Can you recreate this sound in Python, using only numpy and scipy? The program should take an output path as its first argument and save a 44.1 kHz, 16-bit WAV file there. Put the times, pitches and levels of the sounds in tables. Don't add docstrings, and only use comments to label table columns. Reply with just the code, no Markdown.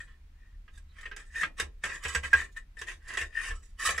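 import sys
import numpy as np
from scipy import signal
from scipy.fft import rfft, irfft, next_fast_len
from scipy.io import wavfile
from scipy.ndimage import map_coordinates

SR = 44100
rng = np.random.default_rng(int(sys.argv[2]) if len(sys.argv) > 2 else 0)


def to_wav(s):
    ch = np.atleast_2d(s).T
    pcm = np.round(np.clip(ch, -1, 1) * 32767)
    wavfile.write(sys.argv[1], SR, pcm.astype(np.int16))


N = 176400
TIME_S = np.arange(N) / SR
FFT_SIZE = 8192
FREQ_HZ = np.fft.rfftfreq(FFT_SIZE, 1 / SR)
CONTACT_PAN_DB = -3.5


def amp(db):
    return 10 ** (np.asarray(db) / 20)


def unit_rms(x):
    return x / np.sqrt(np.mean(x ** 2) + 1e-20)


def unit_energy(h):
    return h / np.linalg.norm(h, axis=-1, keepdims=True)


def log_interp(points, hz):
    freqs_hz, values = np.transpose(points)
    return np.interp(np.log(hz + 1), np.log(freqs_hz + 1), values)


def wobble(knots_per_s):
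    return map_coordinates(rng.standard_normal(int(N * knots_per_s / SR) + 4), [TIME_S * knots_per_s])


def pan(pan_db):
    return amp(np.array([[pan_db], [-pan_db]]) / 2)


def convolve(x, h):
    return signal.fftconvolve(np.atleast_2d(x), np.atleast_2d(h), axes=1)[:, :N]


def colour(points):
    cepstrum = irfft(np.log(amp(log_interp(points, FREQ_HZ))))
    cepstrum[1:FFT_SIZE // 2] *= 2
    cepstrum[FFT_SIZE // 2 + 1:] = 0
    return unit_energy(irfft(np.exp(rfft(cepstrum))))


def resonances(modes):
    spectrum = 0
    for k, (hz, width_hz, db) in enumerate(modes):
        damping = 1j * FREQ_HZ * width_hz
        spectrum += (-1) ** k * amp(db) * damping / (hz ** 2 - FREQ_HZ ** 2 + damping)
    return unit_energy(irfft(spectrum))


def room():
    # freq_hz, gain_db
    rumble_curve = [(12, -29.5), (22, -0.5), (66, -10), (110, -23.5), (140, -24.5), (360, -39.5),
                    (700, -57.5), (15500, -78.5)]
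    # freq_hz, gain_db
    air_curve = [(100, -14), (400, -1.5), (2000, 2), (5000, -7), (15000, -17.5)]
    # freq_hz, width_hz, level_db
    hum_bands = [(35.5, 10, -53), (70.9, 4.5, -61)]
    mid, side = convolve(rng.standard_normal((2, N + FFT_SIZE))[:, :N], colour(rumble_curve))
    rumble = amp(-54.5) * (mid + amp(-26.5) * np.array([side, -side]))
    hum = np.zeros(N)
    for hz, width_hz, db in hum_bands:
        phase = 2 * np.pi * hz * TIME_S
        band = wobble(2 * width_hz) * np.sin(phase) + wobble(2 * width_hz) * np.cos(phase)
        hum += amp(db) * unit_rms(band)
    air = amp(-73) * convolve(rng.standard_normal((2, N)), colour(air_curve))
    return rumble + hum + air


def grit(slips_per_s=5000, spread_db=3.5, judder_db=3.5, judder_per_s=130):
    slips = (rng.random(N) < slips_per_s / SR) * rng.choice([-1, 1], N)
    sizes = amp(spread_db * rng.standard_normal(N))
    return unit_rms(slips * sizes * amp(judder_db * wobble(judder_per_s)))


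def travelling_contact(force, depth_db=5.5, band_hz=169.6, step_s=0.11, full_depth_hz=3100):
    hz, t, spectra = signal.stft(force, SR, nperseg=1024)
    mid, side = rng.standard_normal((2, int(hz[-1] / band_hz) + 2, int(t[-1] / step_s) + 2))
    grid = np.meshgrid(hz / band_hz, t / step_s, indexing='ij')
    field = np.array([map_coordinates(ear, grid, order=1) for ear in (mid + side / 2, mid - side / 2)])
    gain_db = depth_db * np.tanh(3.5 * field) * np.minimum(hz / full_depth_hz, 1)[:, None]
    return unit_rms(signal.istft(spectra * amp(gain_db), SR, nperseg=1024)[1][:, :N])


def drags(release_db_per_s=424.5):
    # start_s, length_s, rise_s, level_db, slope_db, hiss_db, sing_db, groan_db, pan_db
    strokes = [ (0.003, 0.023, 0.059, -43, -12, -11, 3, -25, 4),
               (0.075, 0.068, .02, -58.5, -9.5, -17.5, -0.5, -12, -2),
               (0.411, 0.13, 0.19, -72, -2.5, -13, 2, -20, 1.5),
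               (0.734, 0.047, .04, -67.5, 0.5, -2.5, -4, -9, -1),
               (0.996, 0.083, 0.13, -54, -2, -10.5, -17, -15, -6),
               (1.171, .035, 0.018, -59, 7, -10, 0.5, -15, 1), (1.25, 0.15, .03, -73.5, -5, 2.5, 9, -22, 2),
               (1.365, 0.068, 0.062, -40.5, -5, -7, 6, -17.5, 0),
               (1.574, 0.021, 0.014, -49, 6, -8, -2, -8, 2),
               (1.589, 0.072, 0.02, -46, -20.5, -6, 3, -2, -3),
               (1.839, 0.12, 0.027, -43.5, 4.5, -10.5, -2, -23, 0.5),
               (2.008, .02, .015, -54.5, -2, -10, -2, -3, 4),
               (2.036, 0.11, 0.031, -44.5, -0.5, -2.5, -17, -5.5, -7),
               (2.157, 0.045, 0.035, -53, -4, -4.5, -10, -3, 15),
               (2.234, 0.027, 0.0069, -36, -5, -6.5, -12, -10, -8.5),
               (2.35, 0.068, 0.068, -37, -1.5, -9, 0.5, -17, 2),
               (2.527, .015, .03, -76, -20, 13.5, -2, -10, 7),
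               (2.571, 0.026, 0.024, -45, -22.5, -8.5, 10, -12.5, 3),
               (2.788, 0.051, .03, -52.5, -7.5, -2.5, 2, -22, -3.5),
               (2.878, 0.035, .03, -41, -3.5, -7, -2, -17.5, 0),
               (3.087, 0.068, 0.082, -42.5, 0.5, -11.5, -5, -16.5, -2),
               (3.184, 0.039, 0.018, -41.5, 1.5, -6, 8, -22, 2),
               (3.361, 0.044, 0.066, -45.5, 0.5, -8.5, 8.5, -14, 5.5),
               (3.439, 0.046, 0.12, -40.5, 0, -3, 0, -11, 2),
               (3.535, 0.026, 0.038, -68.5, 7, 0, -12, 5.5, 2),
               (3.631, 0.097, .05, -68, -14.5, 6, -3, -16.5, -3),
               (3.794, 0.075, 0.019, -43.5, 3, 0, 7, 1.5, 0),
               (3.861, 0.036, 0.047, -28.5, -6, -1, -8, -4.5, 0),
               (3.888, 0.067, 0.036, -40.5, -3, -11.5, -10, -6, 6)]
    power = np.zeros((4, 2, N))
    for start_s, length_s, rise_s, level_db, slope_db, hiss_db, sing_db, groan_db, pan_db in strokes:
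        t = TIME_S - start_s
        attack_db = 30 * np.minimum(t, 0) / rise_s
        ramp_db = slope_db * np.clip(t / length_s, 0, 1)
        release_db = release_db_per_s * np.clip(t - length_s, 0, 0.5)
        envelope = amp(level_db + attack_db + ramp_db - release_db)
        gains = np.array([pan(pan_db), amp(hiss_db) * pan(CONTACT_PAN_DB),
                          amp(sing_db) * pan(pan_db), amp(groan_db) * pan(CONTACT_PAN_DB)])
        power += (gains * envelope) ** 2
    friction = [travelling_contact(grit()), travelling_contact(grit()), [grit()] * 2, [grit()] * 2]
    return np.sqrt(power) * np.array(friction)


def knocks(attack_s=0.00096, fade_db_per_s=856.5, crack_db_per_s=1500, ring_t60_s=0.23):
    # start_s, level_db, chatter_s, crack_db, ring_hz, ring_db, pan_db
    hits = [ (0.678, -52.5, 0.0029, -42, 1220, -13, -4.5), (0.775, -58.5, .004, 3.5, 1625, 0, -6),
            (0.984, -51, 0.0041, -20, 1793, 4, 4), (1.01, -58.5, .002, 4.5, 1810, -14, 2),
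            (1.030, -51.5, 0.0036, -25, 1825, 6.5, 4), (1.055, -36, 0.0016, -28, 1860, 1, 1.5),
            (1.113, -39.5, 0.0037, -31, 1587, -1.5, -4), (1.163, -38.5, 0.0035, -7, 1907, -11, -4.5),
            (1.357, -51.5, 0.017, -20, 1795, 17, 2.5), (1.411, -35.5, 0.008, -6.5, 1770, 6.5, 4),
            (1.423, -39.5, 0.0035, -7.5, 1910, 4, 0), (1.432, -24, 0.0023, -23, 1253, -7.5, -0.5),
            (1.598, -23, 0.00092, -6, 1933, -7, 0.5), (1.607, -39, .001, -32.5, 1760, -25.5, -4.5),
            (1.8367, -28.5, 0.003, -10.5, 1797, -1.5, 0), (1.853, -32.5, 0.0072, -9, 1814, -9, -3),
            (2.036, -42, 0.012, 3, 1885, -2, -4), (2.05, -28, 0.0067, -18, 1627, -19, -2),
            (2.082, -44.5, 0.0067, 6, 1600, -5, 5.5), (2.148, -23.5, 0.0017, -7.5, 2600, -12.5, -2),
            (2.155, -32, 0.0072, -15.5, 1605, 4.5, -3.5), (2.235, -40, 0.012, -14.5, 1954, -5, 7),
            (2.3304, -23, 0.0097, -14.5, 1616, 8.5, -3), (2.769, -52, 0.0036, -13, 1793, 5.5, 6.5),
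            (2.814, -36, 0.0041, -7.5, 1748, -2.5, -0.5), (2.872, -53.5, 0.0041, -9, 1865, 6.5, 12),
            (3.171, -24.5, 0.0013, -14, 1830, -17, -2), (3.212, -33, 0.0027, -9.5, 1792, 4.5, 3),
            (3.506, -38, 0.006, -23.5, 1753, 3, -1), (3.851, -46, 0.004, -20, 1218, 15.5, -0.5),
            (3.963, -54.5, .003, 2.5, 7500, 6, -15), (3.978, -27.5, 0.0023, -9.5, 1845, -6, -2.5)]
    blow, crack, ring = np.zeros((3, 2, N + SR))
    t = np.arange(SR // 3) / SR
    lead_s = np.array([[0.00005], [0]])
    after_ring = amp(-23.5 - 60 * t / ring_t60_s)
    crack_fade = amp(5.5 - crack_db_per_s * t)
    for start_s, level_db, chatter_s, crack_db, ring_hz, ring_db, pan_db in hits:
        span = slice(int(start_s * SR), int(start_s * SR) + len(t))
        onset = amp(level_db) * (1 - np.exp(-t / attack_s))
        fade = amp(-fade_db_per_s * np.maximum(t - chatter_s, 0))
        chatter, crack_noise, phase_noise = rng.standard_normal((3, len(t)))
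        force = onset * fade * chatter
        force[int(2 * attack_s * SR)] += amp(level_db + 18)
        blow[:, span] += pan(pan_db) * force
        crack[:, span] += pan(CONTACT_PAN_DB) * amp(crack_db) * onset * crack_fade * crack_noise
        tone = np.sqrt(2) * np.sin(2 * np.pi * ring_hz * (t + lead_s) + 0.027 * np.cumsum(phase_noise))
        ring[:, span] += pan(pan_db) * amp(ring_db) * onset * (fade + after_ring) * tone
    return blow[:, :N], crack[:, :N], ring[:, :N]


def radiate(force, response, wet_db, segments=10):
    # freq_hz, t60_s
    decay_curve = [(200, 0.49), (1500, 0.1), (4000, .13), (10000, 0.1)]
    out = np.zeros((2, N + 2 * FFT_SIZE))
    for span in np.array_split(np.arange(N), segments):
        hz, t, spectra = signal.stft(rng.standard_normal((2, FFT_SIZE)), SR, nperseg=256)
        decay = amp(-60 * t / log_interp(decay_curve, hz)[:, None])
        tail = amp(wet_db) * unit_energy(signal.istft(spectra * decay, SR, nperseg=256)[1])
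        tail[:, 0] += 1
        piece = convolve(force[:, span], unit_energy(convolve(response, tail)))
        out[:, span[0]:span[0] + piece.shape[1]] += piece
    return out[:, :N]


def blade():
    # freq_hz, gain_db
    body_curve = [(100, -22.5), (180, -19), (280, -16.5), (450, -12), (600, -14.5), (780, -17), (1030, -10),
                  (1430, -13), (1650, 3), (2000, 1), (2250, -2.5), (2600, -3.5), (3400, -13.5),
                  (4200, -21.5), (6000, -23), (16000, -69)]
    # freq_hz, gain_db
    hiss_curve = [(500, -40), (3000, -10), (3700, 5.5), (4250, -7), (4800, -0.5), (5600, 1), (6400, 1),
                  (7700, 1.5), (8500, 0.5), (9600, -1.5), (11000, -11), (13000, -16.5), (15500, -30)]
    # freq_hz, width_hz, gain_db
    plate_modes = [(992, 29, -8.5), (1078, 33, -0.5), (1275, 50, -5), (1368, 35, -2), (1615.4, 25, 4),
                   (1738, 50, 4), (1928, 59, 0), (2033, 35, -1.5), (2430, 13, -4), (2542, 30, -4),
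                   (2623, 95, -4.5), (2780, 25, -3), (2995, 89, -5), (3366, 41, -9)]
    # freq_hz, width_hz, gain_db
    steel_modes = [(3800, 20, 1.5), (4580, 30, -1), (5290, 40, -22), (5480, 30, -9), (5600, 50, 2),
                   (6440, 40, 5.5), (6800, 75, -0.5), (7780, 50, 12.5), (7840, 80, 8.5), (9500, 16, -5.5),
                   (8760, 60, -10), (11110, 51, -6)]
    # freq_hz, width_hz, gain_db
    sing_modes = [(1495, 25, -14.5), (1756.5, 49, 1), (1829, 63, 3), (1941, 47, -3.5), (2450, 44, -11)]
    # freq_hz, width_hz, gain_db
    groan_modes = [(1085, 30, 5.5), (1189, 60, 3), (1309, 22, 6.5), (2986, 33, 4)]
    # freq_hz, width_hz, gain_db
    guard_modes = [(177.4, 13, -2), (345.7, 15, -3), (462, 20, -0.5), (615, 61, -10)]
    rub, hiss, sing, groan = drags()
    blow, crack, ring = knocks()
    bright = unit_energy(colour(hiss_curve) + amp(-4.5) * resonances(steel_modes))
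    return (radiate(amp(-2) * (rub + blow), colour(body_curve), wet_db=-1)
            + radiate(amp(-4) * (rub + blow), resonances(plate_modes), wet_db=-7.5)
            + radiate(hiss, bright, wet_db=5.5)
            + radiate(crack, bright, wet_db=0.5, segments=4)
            + radiate(sing, resonances(sing_modes), wet_db=-7.5)
            + convolve(groan, resonances(groan_modes))
            + convolve(amp(-20) * blow + amp(-29.5) * rub, resonances(guard_modes))
            + ring)


def mode_swell(peak_s, half_width_s, pitch_hz, level_db):
    envelope = amp(level_db) * np.exp(-((TIME_S - peak_s) / half_width_s) ** 2)
    return envelope * np.sqrt(2) * np.sin(2 * np.pi * pitch_hz * TIME_S + 2 * wobble(pitch_hz / 14))


def bench(mode_hz=69.7, rise_s=0.009, t60_s=0.26):
    # start_s, level_db
    thuds = [(1.05, -50.5), (1.623, -40), (1.85, -46.5), (2.054, -39), (2.16, -32), (2.241, -39),
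             (2.344, -35), (2.81, -49), (3.21, -42.5), (3.5, -40), (3.87, -44), (3.94, -44)]
    out = np.zeros(N)
    for start_s, level_db in thuds:
        t = np.maximum(TIME_S - start_s, 0)
        envelope = 2 * amp(level_db - 60 * t / t60_s) * (1 - np.exp(-t / rise_s))
        out += envelope * np.sin(2 * np.pi * mode_hz * t)
    return out


def scene():
    squeak = mode_swell(peak_s=0.91, half_width_s=0.02, pitch_hz=3950, level_db=-70.5)
    lurch = mode_swell(peak_s=3.52, half_width_s=0.04, pitch_hz=36, level_db=-37)
    return blade() + squeak + bench() + lurch + room()


def record(dry):
    cutoff_hz = 15700
    size = next_fast_len(N + FFT_SIZE)
    passband = np.fft.rfftfreq(size, 1 / SR) < cutoff_hz
    return irfft(rfft(dry, size) * passband, size)[:, :N]


dry = scene()
out = record(dry)
to_wav(out)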